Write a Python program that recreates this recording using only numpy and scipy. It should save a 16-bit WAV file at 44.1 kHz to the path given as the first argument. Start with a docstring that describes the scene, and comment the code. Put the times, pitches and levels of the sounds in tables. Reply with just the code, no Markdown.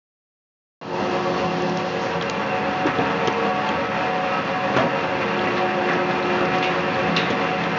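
"""A single-rotor shredder chews scrap sheet, heard close up on one small microphone at the hopper mouth.
After a short silence the sound cuts in. Down in the machine, motor and gears drone in wavering tones
while the cutters grind, a dense rattle that makes the steel hopper walls ring. Now and then the sheet
is caught, thumps the walls and tears with a crunch, snaps just below the microphone, or buckles."""
import sys
import numpy as np
from scipy import signal
from scipy.fft import rfft, irfft, next_fast_len
from scipy.io import wavfile

SR = 44100
rng = np.random.default_rng(int(sys.argv[2]) if len(sys.argv) > 2 else 0)


def wav_record(signal):
    """Record a signal, one row per channel, as 16-bit PCM in the file named by sys.argv[1]."""
    frames = np.transpose(np.atleast_2d(signal))
    bounded = np.clip(frames, -1, 1)
    # unit amplitude maps onto the largest positive 16-bit level
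    quanta = np.round(bounded * 32767).astype(np.int16)
    wavfile.write(sys.argv[1], SR, quanta)


N = 343098
TIME = np.arange(N) / SR
START_S = 0.8134


def from_db(db):
    """Decibels to gain."""
    return 10 ** (np.asarray(db) / 20)


def unit_rms(x):
    """Scale to unit power."""
    return x / np.sqrt(np.mean(np.abs(x) ** 2) + 1e-20)


def drift(rate):
    """Smooth random wandering of spread 1."""
    step = 40   # samples
    pole = np.exp(-2 * np.pi * rate * step / SR)
    slow = signal.lfilter([1], [1, -2 * pole, pole * pole], rng.standard_normal(N // step + 2002))[2000:]
    return np.interp(np.arange(N) / step, np.arange(len(slow)), unit_rms(slow))


def band(x, low_hz, high_hz):
    """Causal band-pass."""
    sos = signal.butter(2, [low_hz, min(high_hz, .45 * SR)], "band", fs=SR, output="sos")
    return signal.sosfilt(sos, x)


def curves(rows):
    """One curve over time for each level column."""
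    times, *columns = np.transpose(rows)
    return [np.interp(TIME, times, column) for column in columns]


def swings(rows):
    """How far each level column lies above or below its own mean."""
    return [curve - curve.mean() for curve in curves(rows)]


def place(x, s):
    """Start a short sound at s seconds."""
    return np.pad(x, (int(s * SR), N))[:N]


def tone(hz, wavering, rate):
    """The tone of a turning part; the wavering share of its power wanders in strength and phase."""
    phase = 2 * np.pi * (hz * TIME + rng.random())
    steady, unsteady = np.sqrt(2 * (1 - wavering)), np.sqrt(wavering)
    return (steady + unsteady * drift(rate)) * np.sin(phase) + unsteady * drift(rate) * np.cos(phase)


# Motor hum, sinking while the sheet is drawn in, then returning: t/s, level/dB
MOTOR_HUM = [(1.05, -30), (1.8, -31.5), (2.3, -46), (3.4, -53), (4.6, -49), (5.1, -35.5), (5.8, -28.5),
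             (6.4, -29), (7.75, -39)]
# Three gear whines that surge and drop out: t/s, level/dB
LOW_GEAR = [(1.0, -39), (1.15, -31.5), (2.2, -34.5), (2.3, -47), (2.52, -27.5), (2.72, -31.5),
            (2.82, -25.5), (2.92, -30), (3.03, -29), (3.13, -32.5), (3.48, -27.5), (3.69, -31), (3.76, -39),
            (4.1, -29), (4.38, -31), (4.42, -44), (4.57, -30), (5.28, -36), (5.47, -29), (5.53, -46),
            (5.64, -24.5), (6.17, -34.5), (6.73, -24.5), (6.81, -53), (6.86, -31), (7.39, -32.5),
            (7.45, -24.5), (7.75, -34.5)]
MID_GEAR = [(0.98, -30.5), (1.1, -44), (1.3, -40.5), (2.1, -49), (2.4, -33), (2.7, -39.5), (3.3, -34),
            (3.5, -45), (3.7, -32), (3.85, -56), (3.95, -31), (4.15, -47), (4.95, -42), (5.15, -35),
            (5.65, -39.5), (6.2, -36), (6.55, -44.5), (7.7, -40)]
HIGH_GEAR = [(1.1, -39), (1.6, -49), (2.3, -44), (2.65, -45), (2.92, -33.5), (3.15, -35), (3.68, -46),
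             (3.83, -35), (4.2, -45), (4.39, -30), (4.55, -52), (4.9, -31), (5.15, -48), (5.4, -32.5),
             (5.75, -48), (5.97, -36), (6.25, -37.5), (7.7, -46)]
# Two drones that trade places: t/s, low tone level/dB, high tone level/dB
GROAN_PAIR = [(1.0, -39, -34), (1.6, -32.5, -41), (2.2, -34.5, -32), (2.85, -44.5, -39.5), (3.1, -38, -33),
              (3.45, -53, -28.5), (3.8, -35.5, -37), (5.0, -42.5, -36.5), (6.5, -35, -37), (7.5, -33, -37)]
# Lesser tones behind them: f/Hz, level/dB, wavering share of power, wavering rate/Hz
DRIVE_TONES = [(84.8, -53.5, 0.97, 3.3), (101.8, -52, 0.6, 2.9), (205.6, -37.5, 0.7, 3.8),
               (276.6, -49, 0.9, 1.3), (507.5, -43, 0.93, 2.9), (534, -45.5, 0.6, 2.1),
               (560, -42.5, 0.7, 3.1), (965, -43.5, 0.6, 7.7), (1030, -44, 1, 5.5), (1123, -42, 0.6, 2.3),
               (1139, -44.5, .7, 3.3)]

def drive():
    """Motor and gears hum, whine and groan down in the machine."""
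    hum = from_db(curves(MOTOR_HUM)[0]) * tone(hz=359.0, wavering=0.09, rate=14)
    whine = (from_db(curves(LOW_GEAR)[0]) * tone(hz=742.7, wavering=0.076, rate=7.9)
             + from_db(curves(MID_GEAR)[0]) * tone(hz=878.3, wavering=0.24, rate=6.6)
             + from_db(curves(HIGH_GEAR)[0]) * tone(hz=1291.5, wavering=0.25, rate=11))
    low, high = from_db(curves(GROAN_PAIR))
    groan = low * tone(hz=171.2, wavering=0.7, rate=4.8) + high * tone(hz=461.3, wavering=0.36, rate=8.8)
    drone = sum(from_db(db) * tone(hz, wavering, rate) for hz, db, wavering, rate in DRIVE_TONES)
    return hum + whine + groan + drone


def rattle(spectrum, per_s, spread_db, rush):
    """Countless small cuts of uneven size over a smooth rush, coloured by a spectrum."""
    sizes = from_db(spread_db * np.minimum(rng.exponential(1, N), 4)) * rng.choice([-1, 1], N)
    cuts = unit_rms(sizes * (rng.random(N) < per_s / SR))
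    noise = unit_rms(cuts + rush * rng.standard_normal(N))
    size = next_fast_len(N)
    hz, db = np.transpose(spectrum)
    bins = np.maximum(np.fft.rfftfreq(size, 1 / SR), 1)
    colour = from_db(np.interp(np.log(bins), np.log(hz), db))
    return irfft(rfft(noise, size) * colour, size)[:N]


def flutter(x, t60, wet_db):
    """Reflections crowd between the steel walls and reach the microphone as a fine metallic ring."""
    age = TIME[:SR // 2]
    echoes = band(rng.standard_normal(len(age)), 1300, 8000) * from_db(-60 * age / t60)
    passband_gain = np.sqrt(np.sum(echoes ** 2) * SR / 2 / 7700)
    return x + from_db(wet_db) * signal.fftconvolve(x, echoes / passband_gain)[:N]


# Hopper walls, right beside the microphone: f/Hz, width/Hz, lift/dB
WALL_RESONANCES = [(81, 17, 5.5), (126.4, 15, 9.5), (180, 33, -4.5), (277, 28, 7.5), (457, 220, 3.5),
                   (651.5, 6.1, 5.5), (687, 12, 9.5), (756, 5.8, 13), (807, 9.3, 7.5), (937.5, 14, 11),
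                   (1028, 20, 7.5), (1131.6, 44, 9), (1410, 14, 1.5), (1740, 57, 2), (2437, 12, 3.5),
                   (2592, 25, 6), (2780, 110, 4), (3490, 260, 2), (3980, 310, -1), (4530, 200, 2.5),
                   (5700, 250, 2.5)]

def hopper(x):
    """Each wall resonance lifts or dips its own narrow band and rings on."""
    for hz, width_hz, lift_db in WALL_RESONANCES:
        b, a = signal.iirpeak(hz, hz / width_hz, fs=SR)
        x = x + (from_db(lift_db) - 1) * signal.lfilter(b, a, x + 1e-18)
    return x


# How hard the rotor works, taken about its mean: t/s, level/dB
ROTOR_LOAD = [(1.0, -21), (1.12, -23), (1.28, -21.5), (1.45, -23), (1.88, -24.5), (2.35, -24.5),
              (2.7, -23.5), (3.33, -23), (3.77, -25.5), (4.63, -24), (4.8, -23), (5.2, -25), (5.81, -23.5),
              (6.05, -23), (7.35, -24), (7.7, -23.5)]
# Treble turning from hiss to cutting, each taken about its mean: t/s, cutting/dB, scraping/dB
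CUT_AND_SCRAPE = [(1.05, -37, -43.5), (1.16, -36, -43.5), (1.88, -35.5, -43.5), (2.44, -32.5, -47.5),
                  (3.12, -32, -48), (3.88, -31.5, -47.5), (7.36, -29.5, -46.5), (7.7, -30, -46)]
# Brief swells and dips in the low rumble: t/s, lift/dB
RUMBLE_SWELLS = [(1.22, -3.5), (3.09, -1), (3.8, 3), (5.2, 4), (5.5, 5), (7.05, 3), (7.33, 2)]
# Spectra at the rotor, before the hopper: f/Hz, relative level/dB
RUMBLE_SPECTRUM = [(25, -45.5), (58, -37.5), (72, -11.5), (100, -10), (125, -6.5), (180, 7), (260, -1.5),
                   (350, -8), (600, -1.5), (1200, -59)]
GRIND_SPECTRUM = [(130, -33), (280, 0), (420, -0.5), (600, -4), (850, 1), (1300, -7.5), (1700, -5),
                  (3000, -34.5)]
CUT_SPECTRUM = [(800, -24), (1300, 4), (1600, -1), (1900, -1), (2400, -3), (3100, -9.5), (4200, -18.5),
                (7000, -48)]
SCRAPE_SPECTRUM = [(1500, -20.5), (2800, 6), (3600, 1.5), (4300, 3), (4800, 0), (5500, -3), (6300, -6.5),
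                   (6850, -13), (7400, -16)]

def grinding():
    """The rotor rumbles, grinds, cuts and scrapes, louder under load, heard up through the hopper."""
    load_db, = swings(ROTOR_LOAD)
    cutting_db, scraping_db = swings(CUT_AND_SCRAPE)
    swell_db = sum(db * np.exp(-((TIME - s) / 0.067) ** 2) for s, db in RUMBLE_SWELLS)
    rumble = rattle(RUMBLE_SPECTRUM, per_s=900, spread_db=0.5, rush=1.3)
    grind = rattle(GRIND_SPECTRUM, per_s=2500, spread_db=2.5, rush=1.11)
    cut = rattle(CUT_SPECTRUM, per_s=2500, spread_db=2.5, rush=0.56)
    cut = flutter(cut, t60=0.59, wet_db=-3.0)
    scrape = rattle(SCRAPE_SPECTRUM, per_s=3000, spread_db=1.0, rush=0.89)
    scrape = flutter(scrape, t60=0.14, wet_db=-7.5)
    grab_db = drift(10)   # the cutters grab unevenly
    return (unit_rms(hopper(rumble)) * from_db(-31 + load_db + swell_db + 0.36 * grab_db)
            + unit_rms(hopper(grind)) * from_db(-29 + 0.81 * load_db + grab_db)
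            + unit_rms(hopper(cut)) * from_db(-31.5 + cutting_db + 0.19 * load_db + grab_db)
            + unit_rms(hopper(scrape)) * from_db(-42 + scraping_db + 0.14 * load_db + 0.93 * grab_db))


# Thin gear and bearing tones: f/Hz, level/dB, wavering share of power, dB gained per dB of cutting
SINGING_TONES = [(1559, -45, .7, 1), (1662, -45.5, .7, 1), (1680, -48, .9, 1), (1844, -50, .9, 1),
                 (1868, -49, .9, 1), (1916, -50, .9, 1), (2031, -48.5, .7, .5), (2102, -53, .9, 1),
                 (2218, -52, .9, 1), (2403, -48, .5, 1.5), (2572, -51, .9, 0), (2606, -50.5, .8, .5),
                 (2741, -46.5, .65, 0), (2771, -47.5, .65, .3)]
# Sheet rubbing on the rotor: f/Hz, level at mean scraping/dB
SHEET_WHISTLES = [(3505, -63.5), (4043, -65.5), (4527, -65), (5012, -64.5), (5803, -65.5)]

def singing():
    """Gears sing louder with the cutting, bearings ring evenly, and the sheet whistles as it scrapes."""
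    cutting_db, scraping_db = swings(CUT_AND_SCRAPE)
    gears = sum(from_db(db + follows * cutting_db) * tone(hz, wavering, rate=6.4)
                for hz, db, wavering, follows in SINGING_TONES)
    whistles = sum(from_db(db) * tone(hz, wavering=1.0, rate=12) for hz, db in SHEET_WHISTLES)
    return gears + from_db(1.4 * scraping_db) * whistles


# Strong throbs of the straining drive: t/s, level/dB
STRONG_THROBS = [(1.161, -24.5), (1.292, -22), (1.431, -25), (2.073, -27), (2.543, -27), (2.675, -27),
                 (3.14, -29.5), (3.8, -26), (4.297, -28.5), (4.404, -29), (4.512, -27.5), (4.65, -27.5),
                 (4.748, -25), (4.856, -26), (4.959, -26), (5.05, -28), (5.137, -27.5), (5.64, -24),
                 (5.791, -26.5), (6.007, -25), (6.449, -26), (6.783, -27.5), (6.994, -23.5), (7.443, -27.5)]

def throb(hz=550, half_length_s=0.033, per_s=10, weak_db=-29.5):
    """A gear tone comes in short swells, each a little off pitch; weak ones keep the beat in the gaps."""
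    strong_scatter_hz, weak_scatter_hz = 3.1, 10
    throbs = [(s, db, strong_scatter_hz) for s, db in STRONG_THROBS]
    marks = [START_S] + [s for s, _ in STRONG_THROBS] + [N / SR]
    for start, end in zip(marks, marks[1:]):
        beats = np.linspace(start, end, round((end - start) * per_s) + 1)
        throbs += [(s, weak_db, weak_scatter_hz) for s in beats[1:-1]]
    chance = rng.standard_normal((200, 3))
    out = np.zeros(N)
    for (s, db, scatter_hz), (stray_db, detune, phase) in zip(throbs, chance):
        near = slice(*np.searchsorted(TIME, [s - np.pi * half_length_s, s + np.pi * half_length_s]))
        age = TIME[near] - s
        swell = np.sqrt(2) * from_db(db + stray_db) * np.exp(-(age / half_length_s) ** 2)
        out[near] += swell * np.sin(2 * np.pi * ((hz + scatter_hz * detune) * age + phase))
    return out


def burst(s, t60, low_hz, high_hz):
    """A cluster of fractures that dies away, of about unit strength at its start."""
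    age = TIME[:SR // 2]
    noise = band(rng.standard_normal(len(age) + SR // 10), low_hz, high_hz)[-len(age):]
    envelope = from_db(-60 * age / t60) * (1 - np.exp(-age / .00015))
    return place(unit_rms(noise * envelope) * np.sqrt(np.mean(envelope ** 2)), s)


def crack(s, low_hz, high_hz):
    """One clean impact of unit height."""
    pulse = band(signal.unit_impulse(SR // 50), low_hz, high_hz)
    return place(pulse / np.abs(pulse).max(), s)


# Steel frame and rotor under a heavy blow: f/Hz, relative level/dB, t60/s
STEEL_MODES = [(130.2, 1, 0.48), (254, 0, 0.36), (285.6, -9, 0.18), (313, -3, 0.21), (340, -8, 0.052),
               (402, -4, 0.2), (476, -3, 0.27), (656, 2.5, 0.27), (690, -7, 0.17), (950, 2, 0.47),
               (1090, -15.5, 0.23), (1340, -11.5, 0.23), (1406, 2, .1), (1663, -4.5, .31), (1990, 1, 0.17),
               (2205, -2.5, 0.3), (2473, -5.5, 0.4), (2700, 0, 0.12), (2800, -5.5, 0.38), (3000, -8, 0.24),
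               (3670, 0.5, 0.44), (3840, 0, 0.45)]

def clang(s, centre_hz, octaves=0.26, chatter_s=.00005):
    """A blow wakes the steel's modes near centre_hz; the sheet chatters on it and roughens the ring."""
    age = TIME[:SR // 2]
    hz, db, t60 = np.transpose(STEEL_MODES)[:, :, None]
    reach = np.exp(-.5 * (np.log2(hz / centre_hz) / octaves) ** 2)
    wander = drift(67)
    chatter = np.array([wander[i:i + len(age)] for i in rng.integers(0, N - len(age), len(hz))])
    phase = 2 * np.pi * (hz * (age + chatter_s * chatter) + rng.random(hz.shape))
    rings = reach * from_db(db - 60 * age / t60) * np.sin(phase)
    contact = 1 - np.exp(-(age * centre_hz / 0.9) ** 2)   # the push lasts a cycle or two
    return place(rings.sum(axis=0) * contact, s)


# Cutters biting the sheet down in the hopper, levels relative:
# t/s, thump level/dB, thump t60/s, tear level/dB, tear f/Hz, tear t60/s, ring level/dB, ring f/Hz
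CUTTER_BITES = [(0.956, -41, 0.27, -38, 1050, 0.42, -32, 980), (2.848, -28, 0.088, -27, 1470, .3, -20, 315),
                (2.867, -25, 0.23, -21, 1580, 0.37, -29, 1150),
                (2.984, -20.5, 0.27, -30, 940, 0.31, -25, 443),
                (3.274, -22.5, 0.075, -21, 2200, 0.071, -20, 400),
                (3.281, -17.5, 0.093, -22, 1510, 0.041, -23, 417),
                (4.744, -34, 0.17, -25, 1500, 0.1, -26.5, 127),
                (4.764, -13.5, 0.079, -17, 1510, 0.06, -17.5, 1300),
                (4.772, -17.5, .035, -20, 1500, .04, -20.5, 240),
                (4.783, -23, 0.49, -22, 1590, 0.49, -15.5, 750),
                (4.835, -21, 0.22, -32, 1710, 0.28, -29, 950),
                (5.439, -36, .3, -25.5, 1730, 0.42, -40, 1900),
                (5.471, -27, 0.2, -30, 1940, 0.21, -26.5, 1970),
                (5.889, -30, 0.44, -20.5, 1610, 0.52, -31, 1600),
                (6.408, -22, 0.14, -25, 1300, 0.28, -27, 596),
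                (6.626, -57, 0.11, -24.5, 2550, 0.15, -24.5, 2570),
                (6.641, -52, .1, -26, 2550, 0.19, -24, 2650),
                (7.164, -26, 0.32, -21, 1910, 0.42, -19.5, 2860),
                (7.303, -20, 0.13, -26, 2600, 0.18, -24.5, 256)]

def bites():
    """A caught sheet knocks, thumps the walls, rips, and leaves the steel ringing."""
    noise, rings = 0, 0
    for s, thump_db, thump_t60, tear_db, tear_hz, tear_t60, ring_db, ring_hz in CUTTER_BITES:
        noise += from_db(thump_db) * (burst(s, thump_t60, 170, 500) + crack(s, 300, 3000))
        noise += from_db(tear_db) * burst(s, tear_t60, tear_hz / 1.38, tear_hz * 1.3)
        rings += from_db(ring_db) * clang(s, ring_hz)
    return from_db(-3.5) * hopper(noise) + rings


# Brittle breaks just under the hopper mouth: t/s, level/dB, f/Hz, t60/s
SHEET_SNAPS = [(1.6206, -36, 5970, 0.018), (1.6956, -35, 5400, .025), (1.7724, -22.5, 6000, .006),
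               (1.7729, -24, 4400, .006), (2.011, -44, 6000, 0.46), (2.2123, -21.5, 3380, 0.018),
               (2.2233, -29, 5200, .014), (2.223, -27, 3400, .04), (2.2981, -4, 5230, 0.0015),
               (2.2983, -16, 3340, 0.0033), (2.864, -40, 5870, 0.083), (2.868, -33, 3400, 0.078),
               (2.9857, -27, 3700, .024), (3.2732, -25, 5900, 0.013), (3.2736, -17, 3300, 0.012),
               (3.2753, -23, 4400, 0.0063), (3.2760, -26, 5770, .008), (3.2812, -22, 3300, 0.011),
               (3.2815, -34, 6200, .008), (3.3245, -42, 6000, 0.043), (3.382, -39, 6450, .006),
               (3.689, -17.5, 3500, 0.0098), (3.69, -27, 6330, .004), (4.3335, -39, 4800, .03),
               (4.765, -24, 2610, .025), (4.767, -26, 3680, .022), (4.769, -35, 6130, 0.014),
               (4.774, -20, 3100, .02), (4.775, -34, 5200, .012), (4.785, -33, 3440, 0.2),
               (4.786, -46, 5600, 0.25), (5.3910, -23, 3280, .03), (5.413, -30, 4060, .015),
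               (5.572, -36, 4200, 0.13), (5.9323, -36, 5300, 0.033), (6.1091, -33, 4020, 0.046),
               (6.2263, -33.5, 4020, 0.081), (6.4092, -23, 3430, 0.011), (6.453, -35, 5240, .03),
               (6.584, -32, 4900, 0.015), (6.585, -40, 6500, .016), (6.625, -34, 3750, 0.12),
               (6.627, -40, 5340, 0.2), (6.946, -31.5, 4200, 0.022), (7.163, -35, 5460, 0.23),
               (7.164, -17, 4140, 0.05), (7.165, -24, 2180, .03), (7.181, -29.5, 3900, 0.31),
               (7.302, -44, 6260, 0.12), (7.638, -22, 3550, 0.013)]

def snaps():
    """The sheet breaks close to the microphone: one fracture, splinters, a faint ring of the walls."""
    out = 0
    for s, db, hz, t60 in SHEET_SNAPS:
        fracture = from_db(-8.5) * crack(s, hz / 4.9, hz * 4.3)
        splinters = burst(s + .0003, t60, hz / 1.16, hz * 1.065)
        out += from_db(db) * (fracture + splinters)
    return flutter(out, t60=0.12, wet_db=-16)


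# Short hollow knocks of the sheet: t/s, level/dB, f/Hz, t60/s
SHEET_BUCKLES = [(2.852, -8.5, 294, 0.084), (3.283, -17, 335, 0.059)]

def buckles(overtone_ratio=1.27, overtone_db=-4, rise_s=0.0037):
    """A bent sheet gives way and sounds two low, quickly damped modes."""
    out = 0
    for s, db, hz, t60 in SHEET_BUCKLES:
        age = np.clip(TIME - s, 0, 1)
        phase = 2 * np.pi * hz * age
        overtone = from_db(overtone_db) * np.sin(overtone_ratio * phase + 2 * np.pi * rng.random())
        envelope = from_db(db - 60 * age / t60) * (1 - np.exp(-age / rise_s))
        out += (np.sin(phase) + overtone) * envelope
    return out


def scene():
    """The whole machine from the hopper mouth, in mono."""
    return (drive() + throb() + singing() + grinding() + snaps() + bites() + buckles())[None, :]


def record(dry):
    """The sound cuts in and swells; the small microphone loses the deep bass; the top is cut steeply."""
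    start_db, swell_s, low_hz, high_hz = -12.5, 0.2, 62, 6950
    swell = from_db(start_db * np.clip(1 - (TIME - START_S) / swell_s, 0, 1))
    opened = dry * (TIME >= START_S) * swell
    thinned = signal.sosfilt(signal.butter(4, low_hz, "high", fs=SR, output="sos"), opened)
    return signal.sosfilt(signal.cheby1(10, .3, high_hz, fs=SR, output="sos"), thinned)


dry = scene()
out = record(dry)
wav_record(out)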